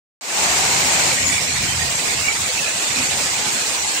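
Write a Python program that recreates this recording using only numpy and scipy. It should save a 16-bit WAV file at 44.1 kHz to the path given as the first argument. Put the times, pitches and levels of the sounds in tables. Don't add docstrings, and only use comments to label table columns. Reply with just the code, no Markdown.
import sys
import numpy as np
from scipy import signal
from scipy.fft import rfft, irfft, next_fast_len
from scipy.io import wavfile
from scipy.ndimage import uniform_filter1d, map_coordinates

SR = 44100
rng = np.random.default_rng(int(sys.argv[2]) if len(sys.argv) > 2 else 0)


def store_wav(level_fs):
    pcm = np.round(np.clip(np.atleast_2d(level_fs), -1, 1) * 32767)
    wavfile.write(sys.argv[1], SR, pcm.T.astype(np.int16))


def how_loud(loudness_db):
    steps = np.asarray(loudness_db, float) / 20
    return 10 ** steps


N = 176400
TIME_S = np.arange(N) / SR
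HANDOVER_HZ = 14.2


def unit(x):
    return x / np.sqrt(np.mean(x ** 2) + 1e-20)


def along(points, hz):
    f, v = np.transpose(points)
    return np.interp(np.log(hz + 1), np.log(f + 1), v)


def wobble(rate):
    return map_coordinates(rng.standard_normal(800), [np.arange(N) * rate / SR])


def filtered(x, response):
    size = next_fast_len(N + 8192)
    spectrum = rfft(x, size) * response(np.fft.rfftfreq(size, 1 / SR))
    return irfft(spectrum, size)[..., :N]


def narrow(hz, width_hz):
    noise = rng.standard_normal((2, N))
    return unit(filtered(noise, lambda f: 1 / (1 + ((f - hz) / width_hz * 2) ** 2)))


def ticks():
    per_s, middle_hz, spread_octaves, ring_cycles = 1100, 4211, 1.1, 48
    scatter_db, level_db, beat_lock = 2, -30.5, 0.3
    count, t = per_s * N // SR, np.arange(1000) / SR
    beat = 2 * np.pi * HANDOVER_HZ
    ports = []
    for _ in range(2):
        start_s = rng.random(count) * N / SR
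        start_s = start_s + beat_lock * np.sin(beat * start_s) / beat
        octaves = spread_octaves * rng.standard_normal(count)
        hz = np.clip(middle_hz * 2 ** octaves, 500, 15000)[:, None]
        size = how_loud(scatter_db * np.minimum(-np.log(1 - rng.random(count)), 4))[:, None]
        ring = size * np.sin(2 * np.pi * hz * t) * np.exp(-np.pi * hz * t / ring_cycles)
        ring = ring * np.minimum(1, (t[-1] - t) * 200)
        at = np.clip(start_s * SR, 0, N).astype(int)[:, None] + np.arange(len(t))
        ports.append(np.bincount(at.ravel(), ring.ravel(), N + len(t) + 1)[:N])
    return how_loud(level_db) * unit(np.array(ports))


# time in
# seconds, pitch in Hz, level in dB.
SQUEAKS_LEFT = [(0.5, 4610.0, -36), (0.57, 4690.0, -35), (1.2, 1890.0, -27), (1.2, 8480.0, -34),
                (1.23, 5430.0, -27.5), (1.28, 6800.0, -20.5), (1.33, 1940.0, -25.5), (1.35, 5430.0, -28),
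                (1.36, 8910.0, -30), (1.45, 5470.0, -36), (1.52, 7540.0, -25), (1.52, 5470.0, -30),
                (1.57, 1940.0, -26), (1.62, 5340.0, -32), (1.69, 1980.0, -30), (1.77, 8350.0, -36),
                (1.78, 4690.0, -40), (1.96, 7580.0, -23), (1.96, 8350.0, -35), (2.11, 1940.0, -25.5),
                (2.2, 8310.0, -33), (2.23, 5340.0, -33), (2.26, 2760.0, -32), (2.3, 5430.0, -28),
                (2.65, 2580.0, -30), (2.67, 1720.0, -27), (3.35, 860.0, -26.5), (3.5, 5430.0, -36),
                (3.8, 3190.0, -34), (3.8, 8530.0, -45), (3.81, 5860.0, -32), (3.88, 860.0, -26)]
# time in seconds, pitch in Hz, level in dB.
SQUEAKS_RIGHT = [(1.2, 2190, -31), (1.29, 6760.0, -29), (1.31, 8640, -31), (1.33, 7880.0, -30),
                 (1.34, 3480, -27.5), (1.35, 2320, -27.5), (1.44, 5510.0, -27), (1.54, 4240, -25.5),
                 (1.54, 6070.0, -28), (1.57, 8010.0, -29), (1.59, 3750.0, -27), (1.71, 3100, -26),
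                 (1.78, 8510, -31), (1.83, 1870, -27), (1.86, 4840, -26), (2.11, 3810, -28),
                 (2.21, 2670.0, -26.5), (2.21, 5120.0, -27), (2.29, 2280.0, -20.5), (2.59, 2637, -31),
                 (2.9, 3605, -28), (3.25, 5040.0, -28), (3.331, 7140, -28), (3.47, 5130, -27.5),
                 (3.6, 1530, -29), (3.62, 5940.0, -30), (3.721, 8740.0, -32), (3.8, 6400, -39),
                 (3.8, 5830, -27)]
# time in seconds, pitch in Hz, level in dB.
SQUEAKS_BOTH = [(2.6, 2620, -30.5), (2.68, 2560, -30), (2.98, 2460, -29), (3.03, 2520, -34),
                (3.05, 4480, -32), (3.6, 4320, -33), (3.45, 850, -31.5), (0.42, 900, -31),
                (0.501, 700, -31), (0.616, 760, -31), (0.735, 940, -31.5), (3.2, 560, -34),
                (2.25, 2800, -32.5), (3.97, 2750, -30), (3.9, 4300, -33)]


def squeaks():
    length_s, rough_width_hz, clean_share, level_db = 0.041, 220, 0.95, 2.5
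    ports = []
    for rows in (SQUEAKS_LEFT + SQUEAKS_BOTH, SQUEAKS_RIGHT + SQUEAKS_BOTH):
        port = np.zeros(N)
        for s, hz, db in rows:
            swell = np.exp(-((TIME_S - s) / length_s) ** 2)
            port += how_loud(db) * swell * np.sin(2 * np.pi * hz * TIME_S)
        ports.append(port)
    return how_loud(level_db) * np.array(ports) * (clean_share + narrow(0, rough_width_hz))


# pitch in Hz, width in Hz, left level in dB, right level in dB.
PLATE_RINGS = [(1984, 130, -13, -27), (2180, 200, -14, -11.5)]
# pitch in Hz, width in Hz, left level in dB, right level in dB.
SPINDLE_RINGS = [(6830, 91, -38, -58), (7570, 500, -27.5, -51), (5430, 140, -40, -54),
                 (4180, 360, -73, -36)]
# time in seconds, whine strength in dB, pitch in Hz.
MESH = [(0.3, -29, 2360), (0.43, -29.5, 2445), (1.37, -23, 2323), (1.988, -29.5, 2442), (2.12, -23.5, 2360),
        (2.159, -28, 2570), (2.19, -26, 2600), (2.309, -21, 2297), (2.399, -33, 2384), (2.63, -23.5, 2543),
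        (2.83, -29.5, 2408), (3.01, -23, 2490), (3.04, -31, 2442), (3.491, -27, 2375), (3.6, -29, 2510),
        (3.89, -30, 2460), (3.97, -23, 2580), (4.0, -42, 2650)]
MESH_DB = [
    [-32],
    [-2.5],
]


def rings(rows, swing_db):
    total = np.zeros((2, N))
    for hz, width_hz, left_db, right_db in rows:
        total += narrow(hz, width_hz) * how_loud(np.array([[left_db], [right_db]]) + swing_db * wobble(9))
    return total


def whine():
    mesh_width_hz, beats_per_handover, beat_depth = 280, 5, 0.6
    s, db, hz = np.transpose(MESH)
    beat = 1 + beat_depth * np.sin(2 * np.pi * beats_per_handover * HANDOVER_HZ * TIME_S)
    strength = beat * how_loud(np.interp(TIME_S, s, db))
    phase = 2 * np.pi * np.cumsum(np.interp(TIME_S, s, hz)) / SR
    drifting = narrow(0, mesh_width_hz) * np.cos(phase) + narrow(0, mesh_width_hz) * np.sin(phase)
    plates = strength * (how_loud(MESH_DB) * drifting + rings(PLATE_RINGS, swing_db=2))
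    return plates + rings(SPINDLE_RINGS, swing_db=2.5)


# frequency in Hz, left-right likeness from -1 to 1.
ALIKE = [(60, 0.94), (180, 0.93), (550, 0.72), (1650, -0.16), (4970, 0.17), (15000, -0.31)]


def spread(pair):
    def turn(hz):
        return np.arccos(np.clip(along(ALIKE, hz), -1, 1)) / 2

    mid, side = filtered(pair, lambda hz: np.array([np.cos(turn(hz)), np.sin(turn(hz))]))
    return np.array([mid + side, mid - side])


# multiple of the hand-over rate, level in dB.
DRIVE_ORDERS = [(4.2, -18.5), (6.0, -7), (9.0, -7), (13, -14), (18.1, -14.5)]
# time in seconds, hum level in dB.
NEAR_DRIVE = [(0.25, -57.5), (0.43, -41.5), (1.01, -40), (1.3, -30.5), (1.45, -37), (1.66, -26),
              (1.75, -33), (1.87, -30), (1.93, -38), (1.98, -33), (2.11, -36.5), (2.25, -34), (2.5, -38),
              (2.65, -41), (3.1, -38), (3.5, -41.5), (4.0, -41.5)]


def hum():
    order_width_hz, rumble_hz, rumble_width_hz, rumble_db = 16, 146, 94, -3
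    total = how_loud(rumble_db) * narrow(rumble_hz, rumble_width_hz)
    for multiple, db in DRIVE_ORDERS:
        hz = multiple * HANDOVER_HZ
        tone = np.sin(2 * np.pi * hz * TIME_S + wobble(2.91))
        total += how_loud(db) * (narrow(hz, order_width_hz) + [[1], [0]] * tone)
    s, db = np.transpose(NEAR_DRIVE)
    return unit(spread(total)) * how_loud(np.interp(TIME_S, s, db))


# time in seconds, level in dB.
THUMPS = [
    (1.3, -27.5),
    (3.0, -28),
]


def thumps():
    boom_hz, boom_width_hz, length_s = 262, 33, 0.034
    swells = sum(how_loud(db) * np.exp(-((TIME_S - s) / length_s) ** 2) for s, db in THUMPS)
    return swells * narrow(boom_hz, boom_width_hz)[0]


# frequency in Hz, level in dB.
DIN_TONE = [(30, -49), (60, -12), (150, -7), (300, -5), (520, -5), (850, 1), (1300, -6.5), (2300, -5)]


def din():
    level_db, patchy_db, beat_db, swell_db = -18, 0.5, 0.5, 0.25
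    z = signal.stft(rng.standard_normal((2, N)), nperseg=512)[2]
    patches = uniform_filter1d(rng.standard_normal(z.shape[1:]), size=5, axis=0)
    patches = unit(uniform_filter1d(patches, size=10, axis=1))
    pair = signal.istft(z * how_loud(patchy_db * patches), nperseg=512)[1][:, :N]
    throb_db = beat_db * np.sin(2 * np.pi * HANDOVER_HZ * TIME_S) + swell_db * (wobble(5) + wobble(11))
    return how_loud(level_db + throb_db) * unit(filtered(pair, lambda hz: how_loud(along(DIN_TONE, hz))))


# frequency in Hz, gain in dB.
LEFT_PORT = [(1000, 4), (2900, 4), (4100, -8), (5600, 3.5), (7200, 10.5), (8300, 3.5), (9900, -14),
             (14000, -6.5)]
# frequency in Hz, gain in dB.
RIGHT_PORT = [(1000, 0), (2250, 7.5), (3200, 4), (4300, 7.5), (5800, 4.5), (8500, 5.5), (10600, -8.5),
              (15000, -22.5)]


def scene():
    clatter = spread(ticks() + din())
    clatter = filtered(clatter, lambda hz: how_loud([along(LEFT_PORT, hz), along(RIGHT_PORT, hz)]))
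    return clatter + squeaks() + whine() + (hum() + thumps()) * how_loud([[1.9], [-1.9]])


# frequency in Hz, gain in dB.
DUCK = [(100, -1.5), (400, -4.5), (900, -5.5), (1500, -4), (2400, -3), (5000, -3.5), (8000, -2.5),
        (14000, -2.5)]
AT_ONCE = [
    [[0.23]],
    [[0.36]],
]


def suppress(x):
    learn_s, settle_s, creep_s = 1.123, 0.04, 0.18
    oversubtract, quick_hz = 0.32, 1700
    hz, t, z = signal.stft(x, SR, nperseg=512)
    power = uniform_filter1d(np.abs(z) ** 2, size=5, axis=2)
    learnt = power.mean(2, keepdims=True)
    left_over = np.clip(1 - oversubtract * learnt / (power + 1e-20), 0.05, 1)
    keep = np.sqrt(left_over / (1 - oversubtract))
    since = np.maximum(t - learn_s, 0)
    slow_band = 1 / (1 + (quick_hz / (hz[:, None] + 1)) ** 6)
    creeping = (1 - np.clip(AT_ONCE, 0, 1)) * slow_band * np.exp(-since / creep_s)
    engaged = np.minimum(since / settle_s, 1) * (1 - creeping)
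    duck_db = along(DUCK, hz)[:, None] + np.array([-2, 0])[:, None, None]
    return signal.istft(z * (keep * how_loud(duck_db)) ** engaged, SR, nperseg=512)[1][:, :N]


# frequency in Hz, level in dB over the mean line.
THRIFT_LEFT = [(2500, -7), (4200, 3), (5500, -4), (7800, -12), (9500, 7), (11500, 0), (14000, -2),
               (15600, 2.5)]
# frequency in Hz, level in dB over the mean line.
THRIFT_RIGHT = [(2500, -12), (4200, -7.5), (5800, -2.5), (8500, -10.5), (10400, 4), (12000, 5.5),
                (14000, 3.5), (15600, 4)]


def starve(x):
    swing_db, shared_luck, full_below_hz = 2, 0.73, 2400
    edge_hz, edge_swing_hz = 15450, 330
    hz, t, z = signal.stft(x, SR, window="cosine", nperseg=2048)
    own = rng.standard_normal((2, 43, len(t)))
    shared = rng.standard_normal((43, len(t)))
    luck = unit(uniform_filter1d(own + shared_luck * shared, size=3, axis=2))
    luck = np.repeat(luck, 24, axis=1)[:, :len(hz)]
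    power = np.abs(z) ** 2

    def usual(p):
        return np.abs(uniform_filter1d(uniform_filter1d(p, size=24, axis=1), size=12, axis=2)) + 1e-20

    limit_db = np.array([along(THRIFT_LEFT, hz), along(THRIFT_RIGHT, hz)])[:, :, None]
    limit_db = limit_db + swing_db * luck * np.clip(hz / 9000, 0, 1)[:, None]
    strong = uniform_filter1d(power, size=2, axis=1) > usual(power) * how_loud(2 * limit_db)
    kept = strong | (hz < full_below_hz)[:, None]
    top_edge_hz = edge_hz + edge_swing_hz * unit(shared[0] + np.roll(shared[0], 1))
    kept = kept & (hz[:, None] < top_edge_hz)
    makeup = np.sqrt(np.clip(usual(power) / usual(power * kept), 1, 8))
    return signal.istft(z * kept * makeup, SR, window="cosine", nperseg=2048)[1][:, :N]


def top_cut(x):
    return signal.sosfilt(signal.butter(12, 16200, fs=SR, output="sos"), x)


def record(dry):
    start_s, fade_s, fade_from, bass_late_s, bass_hz, top_hz = 0.21, 0.25, 0.11, 0.2, 187, 15750
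    t = TIME_S - start_s
    fade = (t > 0) * np.clip(fade_from + t / fade_s, 0, 1)
    x = suppress(dry)
    bass = filtered(x, lambda hz: 1 / (1 + (hz / bass_hz) ** 4))
    x = x - bass * np.clip(1 - (t / bass_late_s) ** 2, 0, 1)
    mix = filtered(starve(x), lambda hz: hz < top_hz) * fade
    return top_cut(mix)


dry = scene()
out = record(dry)
store_wav(out)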